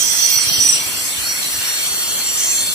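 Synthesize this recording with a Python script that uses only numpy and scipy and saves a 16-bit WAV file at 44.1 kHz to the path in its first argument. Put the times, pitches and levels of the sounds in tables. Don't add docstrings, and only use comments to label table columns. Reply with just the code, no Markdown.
import sys
import numpy as np
from scipy import signal
from scipy.fft import irfft, next_fast_len
from scipy.io import wavfile
from scipy.ndimage import uniform_filter1d

SR = 44100
rng = np.random.default_rng(int(sys.argv[2]) if len(sys.argv) > 2 else 0)


def transcribe(signal):
    frames = np.atleast_2d(signal).T
    limited = np.clip(frames, -1, 1)
    pcm = np.round(limited * 32767).astype(np.int16)
    wavfile.write(sys.argv[1], SR, pcm)


def level_to_linear(level):
    exponent = np.asarray(level, float) / 20
    return 10 ** exponent


N = 120834
T = np.arange(N) / SR


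def evened(x):
    return x / np.sqrt(np.mean(abs(x) ** 2) + 1e-20)


def along(points):
    return np.interp(T, *np.transpose(points))


def read(points, hz):
    f, value = np.transpose(points)
    return np.interp(np.log(hz + 1), np.log(f + 1), value)


def drift(rate_hz, channels=1):
    f = np.geomspace(rate_hz / 20, rate_hz, 12)[:, None]
    t = T[::256]
    curves = []
    for _ in range(channels):
        sines = np.sin(2 * np.pi * (f * t + rng.random(f.shape)))
        curves.append(np.interp(T, t, evened(sines.sum(0))))
    return np.array(curves)


def gate(start, length, rise, fall):
    opening = np.clip((T - start) / rise + .5, 0, 1)
    return opening * np.exp(-np.maximum(T - start - length, 0) / fall)


def pair(same, shape):
    a, b, c, d = rng.standard_normal((4,) + shape)
    same = np.clip(same, -1, 1)
    left = a + 1j * b
    right = same * left + np.sqrt(1 - same ** 2) * (c + 1j * d)
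    return np.array([left, right])


def lean(db):
    return level_to_linear(np.array([[.5], [-.5]]) * db)


# t/s, lead/us
LEFT_LEAD = [(0, 15), (.8, 10), (1.2, -5), (1.9, -45), (2.74, -28)]


def carried(hz, shape, span=slice(None)):
    lead = np.exp(1j * np.pi * along(LEFT_LEAD)[span] * hz / 1e6)
    tone = np.exp(2j * np.pi * np.cumsum(hz) / SR)
    return np.sqrt(2) * (shape * tone * np.array([lead, lead.conj()])).real


def ring(hz, width_hz):
    hop, same, steady = 64, .75, 1.7
    r = np.exp(-np.pi * width_hz / SR * hop)
    shaken = signal.lfilter([1], [1, -r], pair(same, (N // hop + 60,)))
    slow = evened(shaken[:, 50:])
    phase = np.cumsum(rng.standard_normal(slow.shape[1])) * np.sqrt(2 - 2 * r)
    slow = evened(slow + steady * np.exp(1j * phase))
    at = np.arange(slow.shape[1]) * hop
    return carried(hz, np.array([np.interp(np.arange(N), at, s) for s in slow]))


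def noise(shape_db, same, patch_db, comb_db=0):
    frames, hz = N // 256 + 5, np.fft.rfftfreq(1024, 1 / SR)
    patches, comb = rng.standard_normal((2, frames, 513))
    patches = evened(uniform_filter1d(uniform_filter1d(patches, 14, 0), 10, 1))
    comb = evened(uniform_filter1d(uniform_filter1d(comb, 18, 0), 3, 1))
    comb = comb * np.clip(hz / 2800, 0, 1) ** 2
    gain = level_to_linear(shape_db(hz) + patch_db * patches + comb_db * comb)
    z = pair(read(same, hz), (frames, 513)) * gain
    return evened(signal.istft(z.transpose(0, 2, 1), nperseg=1024, noverlap=768)[1][:, :N])


# t/s, f/Hz
MESH = [
    (0, 4560),
    (.3, 4400),
    (.85, 4010),
    (1.5, 3700),
    (2.0, 3535),
    (2.74, 3500),
]


def slowing():
    return (MESH[0][1] - along(MESH)) / (MESH[0][1] - MESH[-1][1])


# fast f/Hz, slow f/Hz, width/Hz
WITH = [(3310, 3170, 35), (4430, 4338, 25), (5905, 5760, 25), (7720, 7510, 25), (7640, 7415, 18),
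        (9170, 8860, 35), (9450, 9250, 30), (10560, 10300, 40), (10870, 10760, 35), (11400, 11220, 30),
        (12120, 11700, 30), (13570, 13280, 30), (2760, 2720, 45)]
# fast level/dB, slow level/dB
WITH_RING = [(-42.5, -47), (-41.5, -30), (-35, -37), (-37, -36.5), (-67, -28.5), (-37.5, -38), (-42.5, -32),
             (-44, -37.5), (-64, -32.5), (-60, -38), (-53, -46), (-54, -54), (-44.5, -45)]
# fast f/Hz, slow f/Hz, width/Hz
AGAINST = [(3550, 3630, 22), (4700, 4835, 25), (6150, 6250, 25), (7680, 7850, 22), (8200, 8150, 45),
           (6480, 6400, 25), (3230, 3290, 40)]
# fast level/dB, slow level/dB
AGAINST_RING = [(-48.5, -43), (-54, -39.5), (-78.5, -33), (-46, -35.5), (-37, -61), (-30.5, -63),
                (-39.5, -44)]
# start t/s, length t/s, level/dB, f/Hz
SURGES = [(1.235, 0.074, -28.5, 4350), (1.646, 0.054, -34, 4345), (2.195, .044, -38, 4335),
          (2.582, 0.047, -35, 4330), (2.674, .05, -39, 4330), (.864, 0.025, -35, 7670),
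          (0.97, 0.21, -38, 7700), (1.227, 0.041, -35, 7640), (1.421, 0.026, -34, 6800),
          (0.96, 0.027, -31, 7470), (1.616, 0.03, -36, 7450), (2.5, 0.051, -33, 7510),
          (.852, 0.15, -43, 9800), (1.427, 0.32, -33.5, 9290), (2.4, 0.24, -33, 9270),
          (2.321, 0.075, -42, 9250), (2.454, .19, -40, 9250), (.978, 0.02, -34, 5810),
          (0.75, .05, -36, 5830), (0.62, 0.093, -27.5, 9410), (.62, 0.12, -28.5, 7700),
          (.15, 0.17, -39, 9150), (0.018, .2, -37, 13560), (0.29, 0.066, -34, 12070),
          (1.33, .12, -37.5, 10400), (2.45, .29, -34, 13285), (1.65, .6, -38, 13300),
          (2.5, .24, -32, 10290), (1.8, .35, -34, 8870), (2.38, 0.18, -28, 6250), (2.26, 0.36, -32.5, 5762),
          (0.203, 0.413, -33, 4410), (1.45, 0.71, -40.5, 5780)]
# t/s, left-right level/dB
RING_LEAN = [(0, -14), (.9, -1.5), (2.74, -0.5)]
GEAR = [1, 1.04, 1.13, 2.02, 2.09]
GEAR_DB = [-47, -44.5, -41, -43, -35.5]


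def disc():
    swell_db, swell_hz = 1.2, [12, 11]
    edge_s, burst_rings_db = .015, -4
    gear_width_hz, gear_fade_db = 8, -4
    mesh, slowed = along(MESH), slowing()
    waves, strengths = WITH + AGAINST, WITH_RING + AGAINST_RING
    pitches = np.array([f + (g - f) * slowed for f, g, _ in waves])
    surges = np.zeros_like(pitches)
    for s, d, db, hz in SURGES:
        nearest = np.argmin(abs(pitches[:, round(s * SR)] - hz))
        surges[nearest] += level_to_linear(db) * gate(s, d, edge_s, edge_s)
    shakes = []
    for (s, d, low, high), db in zip(BURSTS, BURSTS_DB):
        shakes.append((low, high, level_to_linear(db + burst_rings_db) * gate(s, d, 3 * edge_s, 3 * edge_s)))

    out = np.zeros((2, N))
    for (f, g, w), (a, b), pitch, surge in zip(waves, strengths, pitches, surges):
        shaken = sum(shake for low, high, shake in shakes if low < (f + g) / 2 < high)
        drive = level_to_linear(a + (b - a) * slowed) + shaken * level_to_linear(.5 * (a + b) + 36) + surge
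        out += drive * level_to_linear(swell_db * drift(swell_hz[0])) * ring(pitch, w)
    for multiple, db in zip(GEAR, GEAR_DB):
        level_db = db + gear_fade_db * slowed + swell_db * drift(swell_hz[1])
        out += level_to_linear(level_db) * ring(multiple * mesh, gear_width_hz)
    return out * lean(along(RING_LEAN))


def band_bursts(rows, levels_db, lean_db):
    same, edge_s = 0.09, .018
    out, size = np.zeros((2, N)), next_fast_len(N)
    hz = np.fft.rfftfreq(size, 1 / SR)
    z = pair(same, hz.shape)
    for (s, d, low_hz, high_hz), db in zip(rows, levels_db):
        inside = np.clip(np.minimum(hz - low_hz, high_hz - hz) / 60, 0, 1)
        band = np.roll(z, round(s * SR), 1) * inside
        out += level_to_linear(db) * gate(s, d, edge_s, edge_s) * evened(irfft(band, size)[:, :N])
    return out * lean(lean_db) * level_to_linear(drift(30))


# start t/s, length t/s, low f/Hz, high f/Hz
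BURSTS = [(0, .76, 5000, 6100), (0, .34, 6100, 9500), (.38, .07, 7500, 9500), (.6, .16, 7600, 9500),
          (.6, .16, 5000, 6150), (.22, .1, 5000, 6400), (1.26, .1, 5000, 6100), (1.64, .1, 5000, 6000),
          (2.38, .23, 5900, 7700), (2.03, .22, 2700, 3500), (1.58, .15, 1300, 3000), (2.0, .07, 5000, 6000),
          (.2, .6, 2600, 4500), (2.26, .12, 6800, 7900)]
BURSTS_DB = [-22.5, -32.5, -28.5, -26.5, -33, -22, -31, -31.5, -25, -36.5, -33, -35, -35, -27.5]


def bursts():
    return band_bursts(BURSTS, BURSTS_DB, lean_db=-1.5)


# start t/s, length t/s, low f/Hz, high f/Hz
FIZZ = [
    (0, .05, 12000, 15400),
    (.17, .08, 12000, 15400),
    (.295, .06, 12000, 15400),
    (.47, .07, 9600, 15400),
]
FIZZ_DB = [-43, -29, -22.5, -29.5]


def fizz():
    return band_bursts(FIZZ, FIZZ_DB, lean_db=-11.5)


# f/Hz, level/dB per Hz
HISS = [(180, -59), (300, -16.5), (2480, -6.5), (2740, -8), (3810, -6.5), (4280, -6.5), (5050, -9.5),
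        (7250, -8), (15500, -13.5)]
# t/s, level/dB
HISS_DB = [(0.0, -30.5), (2.51, -31.5), (2.74, -32.5)]
# f/Hz, likeness/-1 to 1
HISS_SAME = [(300, -0.2), (1200, 0.24), (3000, -0.45), (5500, -0.13), (15000, 0.17)]
# fast f/Hz, slow f/Hz, width/Hz
DIPS = [(4900, 5010, 70), (6750, 6750, 250), (8600, 8370, 200), (10000, 9950, 200), (3750, 3830, 110),
        (4650, 4550, 80), (11000, 10960, 110), (12600, 12250, 200), (9700, 9540, 90), (5400, 5500, 120),
        (6050, 5980, 70), (8050, 8020, 70)]
DIPS_DB = [-9, -3.5, 0, -2, -5, -10, 2, -2, -3, 1, -5, -2]


def hiss():
    lift_db, swell_db = 10, 0.4
    t = np.arange(N // 256 + 5)[:, None] * 256 / SR
    slowed = np.interp(t, T, slowing())

    def shape(hz):
        dips = 0
        for (f, g, w), db in zip(DIPS, DIPS_DB):
            dips = dips + db * np.exp(-((hz - f - (g - f) * slowed) / w) ** 2)
        return read(HISS, hz) + dips - 30 * (hz < 150)

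    level_db = along(HISS_DB) + lift_db + swell_db * drift(16)
    return noise(shape, HISS_SAME, patch_db=1.2, comb_db=5.5) * level_to_linear(level_db)


# f/Hz, level/dB per Hz
WIND = [(15, -43), (25, -37), (97, -4), (162, -7.5), (275, -5), (515, -16.5), (700, -16), (910, -42),
        (1540, -120)]
# f/Hz, level/dB per Hz
LOW_LEFT = [(25, -49), (60, -4.5), (120, -4.5), (250, -4.5), (700, -5.5), (1200, -21)]
# t/s, level/dB
GUSTS = [
    (0, -47.5),
    (.4, -52),
    (.5, -40),
    (.62, -39),
    (.7, -45.5),
    (1.3, -49),
    (2.74, -48),
]
# t/s, level/dB, f/Hz
THUMPS = [(0.371, -27, 102), (0.476, -23.5, 109), (.517, -22, 140), (0.586, -21, 96), (0.689, -32, 70),
          (0.868, -28, 89), (1.188, -25, 84.5), (1.219, -31, 61.5), (1.589, -28, 91), (1.92, -33, 65),
          (1.55, -32, 60)]


def wind():
    right_db, left_db, lump_db, thump_cycles = 8, -40, 1.5, 0.7
    lumps = level_to_linear(lump_db * drift(30, channels=2))
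    apart = [(1, 0), (SR, 0)]
    left = noise(lambda hz: read(LOW_LEFT, hz) - 40 * (hz > 1200), apart, 1)[0] * level_to_linear(left_db)
    right = noise(lambda hz: read(WIND, hz) - 40 * (hz > 700), apart, 1)[0] * level_to_linear(along(GUSTS) + right_db)
    thumps = np.zeros(N)
    for s, db, hz in THUMPS:
        puff = np.exp(-((T - s) * hz / thump_cycles) ** 2)
        thumps += level_to_linear(db) * puff * np.sin(2 * np.pi * hz * (T - s))
    return lumps * np.array([left, right]) + np.array([0 * T, thumps])


# start t/s, length t/s, f/Hz, level/dB, left-right level/dB
FLARES = [(0.021, 0.028, 5910, -30, -16), (0.109, 0.039, 5892, -32, -20), (0.239, 0.023, 5890, -27, -29),
          (0.372, 0.043, 5895, -18, -7), (0.49, 0.074, 5880, -24.5, 6), (0.601, 0.035, 5860, -11, -6),
          (.65, 0.021, 5865, -14, -9), (.688, 0.018, 5840, -9.5, -4.5), (0.724, 0.012, 5855, -16.5, 13),
          (0.765, 0.089, 5840, -32, 6), (1.283, .05, 5785, -24.5, -5), (0.285, 0.085, 4415, -30, 4),
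          (0.529, 0.07, 4400, -27, -4)]


def flares():
    rise_s, fall_s = .006, .006
    out, wobble = np.zeros((2, N)), level_to_linear(1.2 * drift(70))
    for s, d, hz, db, side_db in FLARES:
        span = slice(max(round((s - .02) * SR), 0), round((s + d + .08) * SR))
        shape = (level_to_linear(db) * wobble * gate(s, d, rise_s, fall_s))[:, span]
        out[:, span] += lean(side_db) * carried(hz + 0 * T[span], shape, span)
    return out


# start t/s, length t/s, f/Hz, width/Hz
SHADES = [(.33, .08, 6900, 350), (.49, .12, 6750, 450), (.68, .1, 6650, 300), (.57, .25, 10050, 400),
          (1.2, .16, 3550, 150), (.49, .05, 8600, 350), (.84, .2, 8600, 250), (1.12, .07, 5100, 220),
          (.31, .18, 3750, 120), (1.3, .4, 6720, 150), (1.38, .3, 8500, 200), (1.25, .2, 10000, 220),
          (2.04, .2, 3800, 120), (2.1, .1, 2500, 100), (2.14, .05, 5200, 220), (2.26, .26, 8450, 220),
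          (2.29, .08, 9800, 300), (1.9, .17, 8350, 200), (2.0, .08, 6780, 150), (2.3, .06, 3950, 150),
          (1.69, .07, 4750, 150), (2.5, .24, 12800, 200), (.89, .05, 4850, 200), (2.4, .22, 4620, 110),
          (.95, .07, 3650, 120), (2.45, .14, 10020, 150)]


def shaded(x):
    depth_db = -21
    hz, t, z = signal.stft(x, SR, nperseg=512)
    shade_db = 0
    for s, d, f, w in SHADES:
        during = (s < t) & (t < s + d)
        shade_db = shade_db + depth_db * during * np.exp(-((hz[:, None] - f) / w) ** 4)
    return signal.istft(z * level_to_linear(shade_db), SR, nperseg=512)[1][:, :N]


def scene():
    machine = disc() + bursts() + fizz() + hiss()
    return shaded(machine) + wind() + flares()


def low_pass(x):
    return signal.sosfilt(signal.butter(12, 16720, fs=SR, output="sos"), x)


def record(dry):
    treble_cut = signal.firwin(1023, 15480, window=("kaiser", 9), fs=SR)
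    x = signal.oaconvolve(np.clip(dry, -1, 1), treble_cut[None], "same")
    x = signal.sosfilt(signal.butter(2, 40, "high", fs=SR, output="sos"), x)
    return low_pass(x)


dry = scene()
out = record(dry)
transcribe(out)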